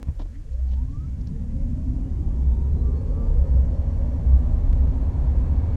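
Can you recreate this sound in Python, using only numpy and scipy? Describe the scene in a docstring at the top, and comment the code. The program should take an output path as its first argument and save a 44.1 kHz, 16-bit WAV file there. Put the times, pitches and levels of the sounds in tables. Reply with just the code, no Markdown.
"""Inside an electric car, microphone in the cabin, as it pulls away from rest at full power.
Motor and gear tones are multiples of the climbing shaft speed and swell as they cross the cabin's modes.
Shaped noise gives rumble, tread and wind roar that grow with speed; narrow noise gives the low boom.
Sharp clicks, a double thump, decaying trim resonances that creak and a few squeaks lie over a steady
hiss and a faint inverter whistle."""
import sys
import numpy as np
from scipy import signal
from scipy.fft import rfft, irfft
from scipy.io import wavfile
from scipy.ndimage import uniform_filter1d

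SR = 44100
rng = np.random.default_rng(int(sys.argv[2]) if len(sys.argv) > 2 else 0)


def invert_db(level):
    """Linear amplitude ratio for a level in decibels (20 dB per decade), elementwise."""
    return 10 ** (np.asarray(level, dtype=float) / 20)


def file_out(sig):
    """Save sig as 16-bit WAV at sys.argv[1]."""
    # one column per channel
    cols = np.atleast_2d(sig).T
    # limit, then scale
    lim = np.clip(cols, -1, 1)
    pcm = np.round(lim * 32767).astype(np.int16)
    wavfile.write(sys.argv[1], SR, pcm)


N = 254016
T = np.arange(N) / SR
BASE_HZ = 96  # shaft speed at which full torque gives way to full power

# time and frequency grid of the noise spectra: frames of 2048 samples, 512 apart
FRAME_T = np.arange(N // 512 + 5) * 512 / SR
BIN_HZ = np.fft.rfftfreq(2048, 1 / SR)[:, None]

# level of the tyre tread band where it stands on its climb [f/Hz, level/dB]
TREAD_LEVEL = [(40, -70), (65, -37.5), (90, -32.5), (147, -31), (180, -35), (260, -31), (330, -43),
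               (460, -39), (580, -42), (740, -61)]


def evened(x):
    """Scales a sound to rms 1."""
    return x / np.sqrt(np.mean(x ** 2) + 1e-20)


def read(points, hz):
    """Reads a (Hz, value) curve, straight between its points on a log frequency axis."""
    f, value = np.transpose(points)
    return np.interp(np.log(hz + 1), np.log(f + 1), value)


def add(mix, s, sound):
    """Lays a sound into the mix from s seconds on."""
    part = mix[round(s * SR):][:len(sound)]
    part += sound[:len(part)]


def smooth(x, width_hz):
    """One-pole low pass with its corner at half of width_hz."""
    r = np.exp(-np.pi * width_hz / SR)
    return signal.lfilter([1 - r], [1, -r], x)


def resonate(x, hz, width_hz):
    """A damped mode: shifts hz down to zero, smooths there and shifts back."""
    turn = np.exp(2j * np.pi * hz * np.arange(len(x)) / SR)
    return 2 * (turn * smooth(x / turn, width_hz)).real


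def tone(hz, db, width_hz, steady):
    """A line on the curve hz, blurred by a wandering phase; steady 0 throbs like noise, 1 is the most even."""
    drift = evened(smooth(smooth(rng.standard_normal((2, N)), width_hz), width_hz))
    even = (np.sum(drift ** 2, axis=0) + 0.46) ** (-np.clip(steady, 0, 1) / 2)
    turn = 2 * np.pi * np.cumsum(hz) / SR
    wave = even * (drift[0] * np.cos(turn) + drift[1] * np.sin(turn))
    return invert_db(db) * evened(wave)


def whine(hz, wander_rad):
    """A steady sine on the curve hz, rms 1, whose phase wanders a little."""
    wander = evened(smooth(smooth(rng.standard_normal(N), 30), 30))
    return np.sqrt(2) * np.cos(2 * np.pi * np.cumsum(hz) / SR + wander_rad * wander)


def noise(spectrum):
    """Noise built from random complex spectra, frame by frame, under the given amplitudes."""
    real, imaginary = rng.standard_normal((2, len(BIN_HZ), len(FRAME_T)))
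    unit = np.sqrt(3 / 8)  # overlap of four Hann frames: rms 1 for unit power
    z = (real + 1j * imaginary) * spectrum * unit
    return signal.istft(z, nperseg=2048, noverlap=1536)[1][:N]


def shaft(t):
    """Shaft speed in Hz: torque builds, holds up to base speed, then power holds and the climb flattens."""
    start_s, torque_rise_s, climb_hz_per_s = 0.035, 0.17, 32.35
    u = np.maximum(t - start_s, 0)
    hz = climb_hz_per_s * (u - torque_rise_s * (1 - np.exp(-u / torque_rise_s)))
    # the climb hesitates briefly as the drive shafts take up slack
    catch_s, catch_length_s, catch_hz = 0.405, 0.03, 0.7
    hz = np.maximum(hz - catch_hz * np.exp(-((t - catch_s) / catch_length_s) ** 2), 0)
    at_full_power = np.sqrt(abs(BASE_HZ * (2 * hz - BASE_HZ)))
    return np.where(hz > BASE_HZ, at_full_power, hz)


def with_speed(shaft_hz, db, db_per_octave, rest_hz):
    """Level law of a road sound: db near base speed, levelling off below rest_hz of shaft speed."""
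    return db + db_per_octave * np.log2(np.hypot(shaft_hz, rest_hz) / BASE_HZ)


def lift(hz):
    """Gain that the resonant panels give to road noise."""
    # panels that colour the road noise [f/Hz, width/Hz, lift/dB]
    panel_modes = [(141.6, 4.9, 6.5), (225.7, 8.2, 10), (242.6, 4.3, 10), (261, 18, 9), (463, 20, 3.5),
                   (500, 21, 2), (551, 49, 4.5), (823, 8.5, 8), (932, 33, 3.5), (1640, 9.5, 4.5),
                   (2240, 14, 11), (4350, 120, 5.5)]
    return invert_db(sum(db / (1 + (2 * (hz - f) / w) ** 2) for f, w, db in panel_modes))


def road():
    """Shaped noise through the panels: rumble, a tread band that climbs with shaft speed, and roar."""
    # shape of the rumble, relative [f/Hz, level/dB per Hz]
    rumble_curve = [(56, -25.5), (95, -20), (108, -0.5), (172, -6), (194, -16), (236, -12), (296, -27),
                    (330, -25), (430, -45.5), (730, -120)]
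    # shape of the tyre and wind roar before its tilt, relative [f/Hz, level/dB per Hz]
    roar_curve = [(160, -20), (280, -3), (392, -7.5), (752, -11.5), (797, -11.5), (864, -16), (948, -12),
                  (1460, -25.5), (1620, -22.5), (2550, -31.5), (4500, -36.5), (5850, -67), (9900, -120)]
    shaft_hz = shaft(FRAME_T)

    # the rumble climbs from its rest level around the knee speed, then holds
    rumble_db, rest_db, knee_hz = -28, -49, 27.5
    rumble_db = rumble_db + (rest_db - rumble_db) * np.exp(-(shaft_hz / knee_hz) ** 2)
    rumble = invert_db(read(rumble_curve, BIN_HZ))

    tread_order, tread_octaves = 4.705, 0.24  # centre in multiples of shaft speed, width
    tread_hz = tread_order * shaft_hz
    tread_db = read(TREAD_LEVEL, tread_hz)
    octaves = np.log2((BIN_HZ + 1) / (tread_hz + 1))
    tread = np.exp(-0.5 * (octaves / tread_octaves) ** 2) + 1e-9

    # a roar of movement in the cabin dies away at the start
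    settle_db, settle_s = -47, 0.1
    settling = invert_db(settle_db) ** 2 * np.exp(-FRAME_T / settle_s)
    driving = invert_db(with_speed(shaft_hz, db=-39.5, db_per_octave=6.3, rest_hz=3.2)) ** 2
    roar_db = 10 * np.log10(driving + settling)
    # the roar brightens with speed
    tilt_db = -3 * (1.5 - shaft_hz / shaft_hz[-1])
    roar = invert_db(tilt_db * np.log2(BIN_HZ / 1000 + 0.098)) * invert_db(read(roar_curve, BIN_HZ))

    # small uneven patches in time and frequency, shared by all three layers
    patches = rng.standard_normal((len(BIN_HZ), len(FRAME_T)))
    patches = uniform_filter1d(patches, size=8, axis=0)
    patches = evened(uniform_filter1d(patches, size=5, axis=1))
    power = 0
    for shape, db in ((rumble, rumble_db), (tread, tread_db), (roar, roar_db)):
        # each level holds as heard after the panels
        after_panels = np.sum((lift(BIN_HZ) * shape) ** 2, axis=0)
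        power = power + shape ** 2 / after_panels * invert_db(db + 0.59 * patches) ** 2
    tyres = noise(np.sqrt(power))
    return irfft(rfft(tyres) * lift(np.fft.rfftfreq(N, 1 / SR)), N)


def hiss():
    """Steady shaped noise with a sharp upper edge and a slight flicker in broad bands."""
    # shape of the hiss, relative [f/Hz, level/dB per Hz]
    hiss_curve = [(180, -31), (300, 0.5), (354, -6), (535, 0), (696, -10), (1460, -14), (1590, -12),
                  (3810, -20.5), (6790, -18.5), (12700, -32.5), (15500, -50)]
    hiss_db, top_hz, flicker_db = -56, 14500, 1.0
    shape = invert_db(read(hiss_curve, BIN_HZ)) / (1 + (BIN_HZ / top_hz) ** 200)
    flicker = rng.standard_normal((len(BIN_HZ), len(FRAME_T)))
    flicker = evened(uniform_filter1d(flicker, size=200, axis=0))
    return noise(shape / np.linalg.norm(shape) * invert_db(hiss_db + flicker_db * flicker))


def swells(bumps):
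    """Level in dB of a mode that each bump swings up and lets die."""
    power = sum(invert_db(db) ** 2 * np.exp(-np.abs(2 * (T - s) / length) ** 1.76) for s, db, length in bumps)
    return 10 * np.log10(power + 1e-12)


def boom():
    """The road keeps the body heave and the cabin air mode swinging; larger bumps make them swell."""
    # larger bumps that swing the body heave [t/s, level/dB, length/s]
    heave_bumps = [(.23, -26.5, 0.086), (.81, -40, 0.036), (1.0, -33, 0.044), (1.63, -23, 0.14),
                   (2.27, -24, 0.12), (3.06, -38, 0.066), (3.34, -19.5, 0.13), (3.66, -24, 0.069),
                   (3.99, -22, 0.14), (4.21, -27, 0.082), (4.7, -18.5, 0.2), (5.13, -28.5, 0.055),
                   (5.65, -32, 0.11)]
    # larger bumps that swing the cabin air [t/s, level/dB, length/s]
    air_bumps = [(.7, -23, 0.26), (1.22, -27.5, 0.2), (1.92, -27.5, 0.16), (2.18, -22.5, 0.066),
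                 (2.48, -20, 0.12), (2.72, -20.5, 0.32), (3.12, -18, 0.053), (3.4, -18, 0.045),
                 (3.59, -15, 0.11), (3.93, -25, 0.2), (4.36, -14.5, 0.13), (4.82, -19.5, 0.11),
                 (5.06, -18.5, 0.072), (5.32, -18.5, 0.11), (5.55, -24, 0.19)]
    shaft_hz, one = shaft(T), np.ones(N)
    heave_db = with_speed(shaft_hz, db=-28, db_per_octave=1.9, rest_hz=2.3)
    air_db = with_speed(shaft_hz, db=-25, db_per_octave=4.54, rest_hz=15)
    out = tone(31.6 * one, heave_db, width_hz=29.0, steady=0.25)
    out += tone(68.56 * one, air_db, width_hz=34.9, steady=0.52)
    out += tone(34.98 * one, swells(heave_bumps), width_hz=7.9, steady=1.0)
    out += tone(62.45 * one, swells(air_bumps), width_hz=5.4, steady=0.73)
    return out


def inverter_whistle():
    """The inverter's switching: a faint high whistle of constant pitch and level."""
    # steady whistle [f/Hz, level/dB]
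    whistles = [(10002, -98)]
    return sum(invert_db(db) * whine(hz * np.ones(N), wander_rad=0.5) for hz, db in whistles)


def clicks():
    """Sharp clicks: the signal jumps suddenly and leaks back to zero."""
    # sudden jumps [t/s, step before smoothing/dB, direction, upper corner/Hz]
    jumps = [(0.0294, -27, -1, 29400), (4.73, -30, 1, 8700)]
    out = np.zeros(N)
    for s, db, sign, sharp_hz in jumps:
        step = np.exp(-np.arange(2000) / SR / 0.0043)  # leak time in s
        rounded = smooth(smooth(step, 2 * sharp_hz), 2 * sharp_hz)
        add(out, s, np.sign(sign) * invert_db(db) * rounded)
    return out


def drive_line():
    """Orders of the shaft speed, and the inverter side tone that sinks as the shaft speeds up."""
    # modes from motor to cabin air, heard as swells of every tone [f/Hz, level/dB]
    path_modes = [(205, -46), (240, -44), (275, -45), (310, -56), (450, -53), (500, -62), (545, -51),
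                  (620, -57), (680, -63), (740, -64), (795, -60), (850, -67), (898, -58), (945, -57),
                  (1062, -64), (1168, -55), (1255, -62), (1310, -63), (1500, -78), (1650, -73), (1800, -69),
                  (1900, -76), (2010, -73), (2177, -72), (2350, -79), (2530, -79), (2720, -79), (2900, -79),
                  (3090, -80), (3230, -79), (3330, -80), (3460, -76), (3610, -73), (3760, -77), (4030, -72),
                  (4320, -71), (4500, -76), (4640, -80), (4760, -77), (4930, -76), (5200, -77), (5440, -77),
                  (5660, -76), (5870, -78)]
    # gear tones, in multiples of shaft speed
    gear_orders = (9, 13.5, 17, 18, 36, 44)
    # gear tones [level at base speed before the path/dB, change per octave above base speed/dB]
    gear_tones = [(-1, -10), (-2, -8), (-3, -7), (-6, -10), (-38, 44), (-22, 36)]
    # gear tones [gain per octave of speed up to base speed/dB]
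    gear_rises = (7, 9, 22, 22, 6, 6)
    shaft_hz, grid = shaft(T), np.arange(1, 9000.)
    below_base = np.log2(np.clip(shaft_hz / BASE_HZ, 1e-3, 1))  # octaves, negative
    above_base = np.log2(np.maximum(shaft_hz / BASE_HZ, 1))  # octaves

    path = 0
    for f, db in path_modes:
        width_hz = 25 + 0.012 * f  # losses widen the higher modes
        path = path + invert_db(db) ** 2 / (1 + (2 * (grid - f) / width_hz) ** 2) ** 1.6
    path_db = 10 * np.log10(path)

    def heard_db(hz, db, fade_db):
        return db + fade_db * above_base + np.interp(hz, grid, path_db)

    def clean(hz, db, fade_db):
        return invert_db(heard_db(hz, db, fade_db)) * whine(hz, wander_rad=0.6)

    # motor slots: 0.5 dB stronger per octave slower, throbbing once per shaft turn
    out = clean(48 * shaft_hz, db=0, fade_db=-4) * invert_db(-0.5 * below_base)
    out *= 1 + 0.2 * np.cos(2 * np.pi * np.cumsum(shaft_hz) / SR)
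    # motor field
    out += clean(12 * shaft_hz, db=1, fade_db=-36)
    for order, (db, fade_db), rise_db in zip(gear_orders, gear_tones, gear_rises):
        hz = order * shaft_hz
        out += tone(hz, heard_db(hz, db + rise_db * below_base, fade_db), width_hz=9, steady=0.9)

    # side tone below the carrier, coming in over a tenth of an octave past base speed
    carrier_hz, side_order = 5000, 6
    side_hz = carrier_hz - side_order * shaft_hz
    side = tone(side_hz, heard_db(side_hz, db=-5, fade_db=-14), width_hz=20, steady=0.6)
    side = side * np.minimum(above_base / 0.1, 1)

    start_s, torque_rise_s = 0.035, 0.17  # as in shaft()
    torque = 1 - np.exp(-np.maximum(T - start_s, 0) / torque_rise_s)
    return torque ** 3 * out + side


def growl():
    """The tread blocks strike almost evenly: a fuzzy tone inside the tread band."""
    hz = 4.7 * shaft(T)
    under_band_db = -12
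    return tone(hz, read(TREAD_LEVEL, hz) + under_band_db, width_hz=40, steady=0.4)


def thump():
    """The pedal hits its stop and bounces: the floor pan rings briefly."""
    # strikes [t/s, gain on the ring/dB]
    strikes = [(0.07, -33), (0.085, -25.5)]
    # floor pan modes [f/Hz, relative level/dB, time to fall 60 dB/s]
    pan_modes = [(76, 13, 0.096), (128.5, -2, 0.2), (215.6, -23, 0.042)]
    out, t = np.zeros(N), np.arange(SR // 4) / SR
    ring = sum(invert_db(db - 60 * t / t60) * np.sin(2 * np.pi * hz * t) for hz, db, t60 in pan_modes)
    onset = np.minimum(t / 0.0035, 1)
    for s, db in strikes:
        add(out, s, invert_db(db) * ring * onset)
    return out


def creaks():
    """Plastic slips as the body takes up load: uneven ticks crackle and knock trim modes; squeaks ring."""
    # slips [t/s, crackle level/dB, knock level/dB, crackle centre f/Hz, length/s]
    slip_events = [(0.075, -97, -59.5, 2500, 0.035), (0.191, -74.5, -54.5, 2980, 0.024),
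                   (0.212, -75.5, -59, 3300, 0.02), (0.252, -100, -67, 2700, 0.012),
                   (0.527, -86, -85, 4000, 0.025), (0.687, -71, -74, 3650, 0.095),
                   (0.713, -77, -67, 2800, 0.046), (0.73, -82, -67.5, 2500, 0.014),
                   (1.154, -100.5, -97, 4070, 0.01), (1.21, -86, -93, 4500, 0.01),
                   (1.267, -76, -88, 4450, 0.022)]
    # trim modes that the slips knock [f/Hz, width/Hz, relative level/dB]
    trim_modes = [(270, 175, 18), (476, 220, 13), (946, 170, 9), (1270, 300, -12), (1650, 400, -1.5),
                  (2330, 230, -6.5)]
    # thin plastic modes that colour the crackle [f/Hz, width/Hz]
    shell_modes = [(1800, 400), (3050, 540), (4450, 370), (5700, 840)]
    # squeaks [t/s, length/s, f/Hz, width/Hz, level before the fades/dB]
    squeak_events = [(0.323, 0.062, 1950, 160, -62), (0.921, .36, 2220, 40, -75)]
    shell_share = 0.21
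    out, t = np.zeros(N), np.arange(SR // 8) / SR
    for s, crackle_db, knock_db, hz, length in slip_events:
        clump = (t / length) ** 0.27 * np.exp(-2 * (t / length) ** 2)
        slips = rng.standard_normal(len(t)) * rng.exponential(1, len(t)) ** 1.7 * clump
        crackle = slips
        for _ in range(3):
            crackle = resonate(crackle, hz, 3200)
        crackle = evened(crackle)
        shell = sum(resonate(resonate(crackle, f, w), f, w) for f, w in shell_modes)
        crackle = evened(crackle + shell_share * evened(shell))
        knock = sum(invert_db(db) * resonate(resonate(slips, f, w), f, w) / np.sqrt(w) for f, w, db in trim_modes)
        creak = invert_db(crackle_db) * crackle + invert_db(knock_db) * evened(knock)
        add(out, s, creak * np.sqrt(t[-1] / length))  # levels refer to the length of the slip
    for s, length, hz, width_hz, db in squeak_events:
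        count = round(length * SR)
        squeak = resonate(rng.standard_normal(SR // 2), hz, width_hz)[-count:]
        add(out, s, invert_db(db) * evened(squeak) * np.hanning(count))
    return out


def scene():
    """All the sounds in the cabin, summed to one channel."""
    ambience = road() + hiss() + boom() + inverter_whistle()
    drive = clicks() + drive_line() + growl()
    return (ambience + drive + thump() + creaks())[None]


def top_cut(x):
    """Nothing passes above the cut-off."""
    return signal.sosfilt(signal.butter(12, 16350, fs=SR, output="sos"), x)


def record(dry):
    """Microphone low cut, a quick fade at the end, then a preamp that saturates softly."""
    low_cut_hz, fade_out_s = 14.2, 0.0039
    ceiling = 0.93  # amplitude that the preamp approaches
    cut = signal.lfilter(*signal.butter(2, low_cut_hz, "high", fs=SR), dry)
    faded = cut * np.clip((T[-1] - T) / fade_out_s, 0, 1)
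    mix = ceiling * np.tanh(faded / ceiling)
    return top_cut(mix)


dry = scene()
out = record(dry)
file_out(out)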